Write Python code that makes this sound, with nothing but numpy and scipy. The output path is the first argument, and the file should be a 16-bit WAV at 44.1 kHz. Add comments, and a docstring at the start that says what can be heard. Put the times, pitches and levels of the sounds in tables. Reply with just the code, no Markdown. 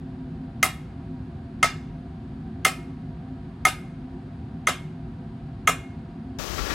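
"""A pendulum metronome ticks about once a second on the carpet of a small, quiet room.
Ventilation hums low all the while: shaped noise plus narrow resonances. Each beat is a cracking click
that sets the hollow case and the steel works ringing, as fading sine tones, and the room answers.
Near the end the room falls silent and a rush of noise takes over in the left ear: hiss and rumble,
with one low thump and a grainy midrange that surges."""
import sys
import numpy as np
from scipy import signal
from scipy.fft import rfft, irfft, next_fast_len
from scipy.io import wavfile

SR = 44100
rng = np.random.default_rng(int(sys.argv[2]) if len(sys.argv) > 2 else 0)


def log_audio(samples):
    """Write samples as a 16-bit WAV file to the path given in sys.argv[1]."""
    # one column per channel
    frames = np.atleast_2d(samples).T
    # limit to full scale, then quantise
    limited = np.clip(frames, -1, 1)
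    pcm = np.round(limited * 32767).astype(np.int16)
    wavfile.write(sys.argv[1], SR, pcm)


N = 297221
TIME = np.arange(N) / SR

# Ventilation, colour of its rumble and air: (frequency [Hz], relative density [dB per Hz])
AIR_COLOUR = [(20, -36), (35, -16), (49, -2.5), (150, -1), (200, -9.5), (280, -9), (310, -16), (460, -27.5),
              (800, -28.5), (1600, -33.5), (2000, -38), (4700, -46), (5600, -55.5), (10800, -60.5),
              (13000, -81), (16000, -92)]
# Ventilation, how wide the air sounds: (frequency [Hz], side minus mid [dB])
AIR_SIDE = [(110, -58.5), (380, -35), (700, -0.5), (1300, -5), (4400, -4), (8000, -16.5)]
# Ventilation, narrow duct resonances: (frequency [Hz], width [Hz], rms level [dB])
DUCT_HUM = [(159.2, 15, -42.5), (222.5, 4, -46.5), (257.6, 7.2, -43.5), (361.5, 17, -52),
            (498.5, 8.6, -66.5), (683, 9, -59), (716.5, 5, -64), (773.4, 13, -61), (954.6, 12, -66.5),
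            (1590, 160, -70)]

# Rush, colour of the rumble: (frequency [Hz], relative density [dB per Hz])
RUMBLE_COLOUR = [(15, -15.5), (35, -27), (52, -1), (80, -6), (150, -16), (400, -37), (1500, -82)]
# Rush, colour of the hiss: (frequency [Hz], relative density [dB per Hz])
HISS_COLOUR = [(88, -43), (150, -1), (263, -7.5), (352, -5.5), (912, -9.5), (1170, -9.5), (1940, -14.5),
               (6110, -15), (9920, -29.5), (11400, -26), (15500, -27)]
# Rush, colour of the midrange: (frequency [Hz], relative density [dB per Hz])
MIDRANGE_COLOUR = [(100, -7), (300, 13.5), (700, -6), (1400, -1), (2200, 1), (4500, -9), (12000, -39)]
# Rush, resonances that ring in the surges: (frequency [Hz], width [Hz], relative level [dB])
SURGE_RINGS = [(1157, 16, 1.5), (1356, 23, 2), (1703, 11, 2), (1896, 9.1, -6), (2330, 45, -10)]
# Rush, swells of the midrange: (time of the top [s], height [dB])
MIDRANGE_SURGES = [(6.584, 14.5), (6.66, 7), (6.706, 12.5)]
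# Rush, one low thump: (time [s], frequency [Hz], level [dB], time to fall 60 dB [s])
LOW_THUMP = (6.6, 53, -12.5, .22)
RUSH_START_S = 6.387
SURGE_ATTACK_S, SURGE_RELEASE_S = 0.0091, 0.08  # time constants of climb and fall
RUMBLE_FOLLOWS, HISS_FOLLOWS = 0.21, 0.077  # share of a surge's dB that lifts rumble and hiss too

# How the room answers a beat: (frequency [Hz], relative level [dB], time to fall 60 dB [s])
ROOM_BANDS = [(294.4, -9, 0.53), (694, 4, 0.16), (1535, 4.5, 0.21), (3060, 4.5, 0.185), (5700, 5, 0.15),
              (10500, 10.5, 0.11), (13000, 11, .095), (16000, 4, 0.08)]
# Ringing modes of case and steel works, before each beat's own balance:
# (frequency [Hz], relative level [dB], time to fall 60 dB [s])
CASE_MODES = [(608.5, -29.5, 0.082), (757.6, -18.5, 0.14), (979, -27, 0.09), (1135, -14, 0.045),
              (1233, -8, 0.078), (1282, -5.5, 0.074), (1413, -16.5, 0.045), (1668, -19, 0.028),
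              (1746, -15.5, 0.055), (1872, -12.5, 0.05), (2070, -7, 0.085), (2142, -4.5, 0.077),
              (2353, -20.5, 0.044), (2500, -19, 0.05), (2800, -17, .05), (3100, -18, .05),
              (3280, -26.5, 0.018), (3380, -18.5, 0.053), (5170, -28, 0.045), (6180, -9.5, 0.04),
              (6920, -19, 0.04), (6420, -16.5, .045), (7400, -22, 0.033), (8970, -20.5, 0.044),
              (9360, -26.5, 0.03), (10400, -22.5, 0.02), (10284, -28.5, .045), (10683, -25, .07),
              (1270, -39, 0.51), (2600, -46.5, 0.39), (2086, -35.5, 0.5), (2156, -36.5, 0.58),
              (2160, -38, 0.68), (2140, -37, 0.47), (6210, -63, 1)]
# Colour of the pallet's crack: (frequency [Hz], relative density [dB per Hz])
CRACK_COLOUR = [(150, -25.5), (350, -5), (520, -6), (740, 2), (900, -6.5), (1500, 0), (2800, -5.5),
                (4200, -11.5), (6200, -9), (8000, -12), (10500, -8.5), (12000, -17), (15500, -16.5)]
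# Beats of the escapement: (time [s], strength [dB], wait from first touch to landing [s],
# first touch [dB], lift of the high case modes [dB], lift of the crack and clink [dB],
# glint in the low treble [dB], lift of the top octave [dB], delay of the ceiling echo [s])
ESCAPEMENT_BEATS = [(0.628, -2.5, 0.00086, 3, -1, 5.5, 1, 1, 0.012),
                    (1.6275, -2, 0.00094, -11, 0.5, 1.5, 5, -6, .0160),
                    (2.648, -2.5, .0015, -11.5, 1, 6, 4.5, 2, .0165),
                    (3.6504, -2, .0011, -14.5, 0, 1.5, 2.5, 2.5, .0170),
                    (4.6697, -3.5, .0016, -4, 0.5, -3, -0.5, -2.5, 0.022),
                    (5.6724, -2, .0016, -10, 0, 1, -8.5, -3.5, .0190)]
GLINT_WIDTH_HZ, TOP_OCTAVE_HZ = 680, 8000
BOUNCE_HZ = 1500  # below this the beat is a clean knock, above it a chattering crack
TOUCHES_PER_S = 5000
PARTS_T60_S, PARTS_UNEVEN_DB = 0.035, 3.5  # fall time and random spread of the small parts
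CUTOFF_HZ = 15900


def from_db(db):
    """Turn decibels into a plain multiplier."""
    return 10 ** (np.asarray(db) / 20)


def at_hz(points, hz, axis=1):
    """Read one column of a table between its points, on a log-frequency axis."""
    table = np.array(points)
    return np.interp(np.log(np.maximum(hz, 1)), np.log(table[:, 0]), table[:, axis])


def noise(gain_at, size):
    """Noise of rms 1 whose spectrum follows gain_at(Hz)."""
    spectrum = rfft(rng.standard_normal(size)) * gain_at(np.fft.rfftfreq(size, 1 / SR))
    x = irfft(spectrum, size)
    return x / np.std(x)


def coloured(colour, size):
    """Noise with the balance of bass and treble listed in a colour table; rms about 1."""
    return noise(lambda hz: from_db(at_hz(colour, hz)), next_fast_len(size))[:size]


def resonant(rows, size):
    """Noise concentrated around resonances, each with its centre, width and level."""
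    out = 0
    for centre, width, level_db in rows:
        ringing = noise(lambda hz: 1 / (1 + ((hz - centre) / width) ** 2), size)
        out = out + from_db(level_db) * ringing
    return out


def dying(t, t60, rise_s):
    """Loudness curve that swells from t = 0 while a decay of 60 dB per t60 pulls it down."""
    t = np.maximum(t, 0)
    return (1 - np.exp(-t / rise_s)) * np.exp(-np.log(1000) * t / t60)


def stereo(mid, side):
    """Left and right ear from the shared middle and the difference between the sides."""
    return np.array([mid + side, mid - side])


def delayed(t, x, wait_s):
    """The same sound, later."""
    return np.interp(t - wait_s, t, x, left=0)


def dulled(x, cut_hz):
    """Second-order low-pass: the treble above cut_hz fades away."""
    return signal.sosfilt(signal.butter(2, min(cut_hz, 0.45 * SR), fs=SR, output="sos"), x)


def pulse(level_db, size):
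    """The most compact click, starting at once, with this spectrum (dB per FFT bin); energy 1."""
    # folding the cepstrum onto positive times gives the minimum-phase click
    cepstrum = irfft(np.log(from_db(level_db)), size)
    cepstrum[1:size // 2] *= 2
    cepstrum[size // 2 + 1:] = 0
    x = irfft(np.exp(rfft(cepstrum)), size)
    return x / np.linalg.norm(x)


def ventilation(air_db=-38.5):
    """Soft rumbling air with narrow duct resonances; the bass is central, the hiss wider."""
    size = next_fast_len(N)
    hz = np.fft.rfftfreq(size, 1 / SR)
    side = irfft(rfft(coloured(AIR_COLOUR, size)) * from_db(at_hz(AIR_SIDE, hz)), size)
    air = from_db(air_db) * stereo(coloured(AIR_COLOUR, size), side)
    return (air + resonant(DUCT_HUM, size))[:, :N]


def surges(rows):
    """Lift in dB: each surge climbs quickly to its top and sinks back more slowly."""
    lift_db = 0
    for s, height_db in rows:
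        climb, fall = (TIME - s) / SURGE_ATTACK_S, (s - TIME) / SURGE_RELEASE_S
        lift_db = lift_db + height_db * np.exp(np.minimum(climb, fall))
    return lift_db


def low_thump():
    """One deep sine tone that swells quickly and dies away."""
    s, hz, level_db, t60 = LOW_THUMP
    t = TIME - s
    return from_db(level_db) * dying(t, t60, SURGE_ATTACK_S) * np.sin(2 * np.pi * hz * t)


def rush(rumble_db=-34, hiss_db=-30, mid_db=-44.0, rings_db=-53, grain_db=-1.0, grain_hz=120):
    """Hiss, rumble, thump and a grainy, ringing midrange that swells; in the left ear only."""
    size, lift_db = next_fast_len(N), surges(MIDRANGE_SURGES)
    rumble = from_db(rumble_db + RUMBLE_FOLLOWS * lift_db) * coloured(RUMBLE_COLOUR, N)
    hiss = from_db(hiss_db + HISS_FOLLOWS * lift_db) * coloured(HISS_COLOUR, N)
    # slow noise, in dB, makes the midrange level flutter
    grain = grain_db * noise(lambda hz: 1 / (1 + (hz / grain_hz) ** 2), size)[:N]
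    midrange = from_db(mid_db) * coloured(MIDRANGE_COLOUR, N)
    midrange = midrange + from_db(rings_db) * resonant(SURGE_RINGS, size)[:N]
    left = rumble + low_thump() + hiss + from_db(lift_db + grain) * midrange
    return np.array([left, np.zeros(N)])


def wash(t, first_per_s=1200, crowding_s=0.02):
    """Reflections, sparse at first, crowding in with the square of the time; mid and side."""
    chance = np.minimum(first_per_s * (1 + (t / crowding_s) ** 2) / SR, 1)
    arrives = rng.random((2, len(t))) < chance
    # fewer reflections are each made stronger, so the average power stays even
    return arrives * rng.choice([-1, 1], (2, len(t))) / np.sqrt(chance)


def room_response(t, build_s=0.018, late_db=-23, late_stretch=3.3, side_db=-9):
    """A wash of reflections, dying faster in the treble over a faint longer tail."""
    mid, side = wash(t)
    arrivals = rfft(stereo(mid, from_db(side_db) * side))
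    hz = np.fft.rfftfreq(len(t), 1 / SR)
    centres = np.log([row[0] for row in ROOM_BANDS])
    out = 0
    # each row of the identity matrix picks out one band, blending into its neighbours
    for share, (_, level_db, t60) in zip(np.eye(len(ROOM_BANDS)), ROOM_BANDS):
        band = irfft(arrivals * np.interp(np.log(hz + 1), centres, share), len(t))
        early = dying(t, t60, build_s)
        late = from_db(late_db) * dying(t, late_stretch * t60, build_s)
        out = out + band * from_db(level_db) * (early + late)
    return out


def blows(t, t60, rise_s, landing):
    """Loudness curve of a first touch and the landing that follows it."""
    wait_s, first_db = landing
    first = from_db(first_db)
    return first * dying(t, t60, rise_s) + (1 - first) * dying(t - wait_s, t60, rise_s)


def contact(t, glint_db, top_db, glint_hz=4800):
    """A click in the crack's colour, with the low treble and top of this beat raised or lowered."""
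    hz = np.fft.rfftfreq(len(t), 1 / SR)
    glint = glint_db * np.exp(-0.5 * ((hz - glint_hz) / GLINT_WIDTH_HZ) ** 2)
    top = top_db * np.clip(np.log2((hz + 1) / TOP_OCTAVE_HZ) * 2 + 0.5, 0, 1)
    return pulse(at_hz(CRACK_COLOUR, hz) + glint + top, len(t))


def case_ring(t, high_db, landing, split_hz=1550, rise_s=0.0005, scatter_db=2.5, detune=0.0053):
    """The blow rings every mode; level and pitch vary a little from beat to beat."""
    out = 0
    for k, (hz, level_db, t60) in enumerate(CASE_MODES):
        lift_db = high_db * (hz > split_hz) + scatter_db * rng.standard_normal()
        pitch = hz * (1 + detune * rng.standard_normal())
        tone = blows(t, t60, rise_s, landing) * np.sin(2 * np.pi * pitch * t)
        out = out + (-1) ** k * from_db(level_db + lift_db) * tone
    return out


def pallet_crack(t, touch, landing, t60=0.024, rise_s=0.0003):
    """Steel chatters on steel: a dense cluster of touches as the tooth lands; energy 1."""
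    hits = (rng.random(len(t)) < TOUCHES_PER_S / SR) * rng.choice([-1, 1], len(t))
    touches = hits * blows(t, t60, rise_s, landing)
    crack = signal.fftconvolve(touches, touch)[:len(t)]
    crack = signal.sosfilt(signal.butter(2, BOUNCE_HZ, "high", fs=SR, output="sos"), crack)
    return crack / (np.linalg.norm(crack) + 1e-12)


def small_parts(t, count=72, low_hz=2300, high_hz=15800, rise_s=0.0006):
    """Treble modes of wheel, spring and rod, one row each, shared by all beats; and their pitches."""
    hz = low_hz * (high_hz / low_hz) ** ((np.arange(count) + rng.random(count)) / count)
    gain = from_db(PARTS_UNEVEN_DB * rng.standard_normal(count)) * np.sqrt(hz / low_hz)
    tones = np.sin(2 * np.pi * hz[:, None] * t)
    return gain[:, None] * tones * dying(t, PARTS_T60_S, rise_s), hz


def clink(touch, parts, hz):
    """The small parts ring as strongly as the touch excites their pitches; energy 1."""
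    drive = np.interp(hz, np.fft.rfftfreq(len(touch), 1 / SR), np.abs(rfft(touch)))
    x = (rng.choice([-1, 1], len(hz)) * drive) @ parts
    return x / np.linalg.norm(x)


def rattle(t, jolt, count=4, earliest_s=0.008, latest_s=0.034, t60=0.3):
    """The loose rod jogs the case and small parts a few more times, ever more lightly."""
    waits = rng.uniform(earliest_s, latest_s, count)
    signs = rng.choice([-1, 1], count)
    return sum(sign * from_db(-60 * wait / t60) * delayed(t, jolt, wait)
               for wait, sign in zip(waits, signs))


def metronome(ring_db=-5.0, crack_db=0.5, steel_db=-1.0, rattle_db=-2, rattle_knock_db=5, knock_db=3,
              ring_send_db=-39, knock_send_db=-19, crack_send_db=-25, parts_send_db=-22,
              ceiling_db=-6, knock_echo_db=5, steel_echo_db=-4,
              ceiling_hz=1400, spread_hz=1300, width_db=-8.5):
    """Every beat: knock, ring, crack and clink, one reflection from the ceiling, and the room."""
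    t, out = np.arange(SR * 2 // 3) / SR, np.zeros((2, N + SR))
    parts, parts_hz = small_parts(t)
    for (s, strength_db, wait_s, first_db, high_db, bright_db,
         glint_db, top_db, ceiling_s) in ESCAPEMENT_BEATS:
        landing, touch = (wait_s, first_db), contact(t, glint_db, top_db)
        ring = from_db(ring_db) * case_ring(t, high_db, landing)
        knock = from_db(knock_db) * delayed(t, dulled(touch, BOUNCE_HZ), wait_s)
        steel = delayed(t, clink(touch, parts, parts_hz), wait_s)
        crack = from_db(crack_db) * pallet_crack(t, touch, landing)
        snap = from_db(bright_db) * (crack + from_db(steel_db) * steel)
        jogs = from_db(rattle_db) * rattle(t, steel + from_db(rattle_knock_db) * knock)
        direct = knock + ring + snap + jogs
        # a second clink with its own random signs widens the steel
        side = from_db(steel_db + width_db) * delayed(t, clink(touch, parts, parts_hz), wait_s)

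        upward = from_db(ceiling_db) * ring + from_db(knock_echo_db) * knock
        upward = dulled(dulled(upward, ceiling_hz), ceiling_hz)
        ceiling = delayed(t, upward + from_db(steel_echo_db) * steel, ceiling_s)

        # low case modes spread all round; high ones are beamed forward and reach the walls less
        sent = from_db(ring_send_db) * dulled(ring, spread_hz)
        sent = sent + from_db(knock_send_db - knock_db) * knock
        sent = sent + from_db(crack_send_db) * touch + from_db(parts_send_db) * steel
        # the microphone moves, so every beat meets new reflections
        diffuse = signal.fftconvolve(sent[None], room_response(t), axes=1)[:, :len(t)]

        start = round(s * SR)
        beat = stereo(direct, side) + ceiling + diffuse
        out[:, start:start + len(t)] += from_db(strength_db) * beat
    return out[:, :N]


def scene():
    """The ticking room, then the rush in its place."""
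    return np.where(TIME < RUSH_START_S, metronome() + ventilation(), rush())


def record(dry):
    """Peaks beyond full scale are clipped, then a steep low-pass cuts the top."""
    top_cut = signal.ellip(10, 0.1, 80, CUTOFF_HZ, fs=SR, output="sos")
    return signal.sosfilt(top_cut, np.clip(dry, -1, 1))


dry = scene()
out = record(dry)
log_audio(out)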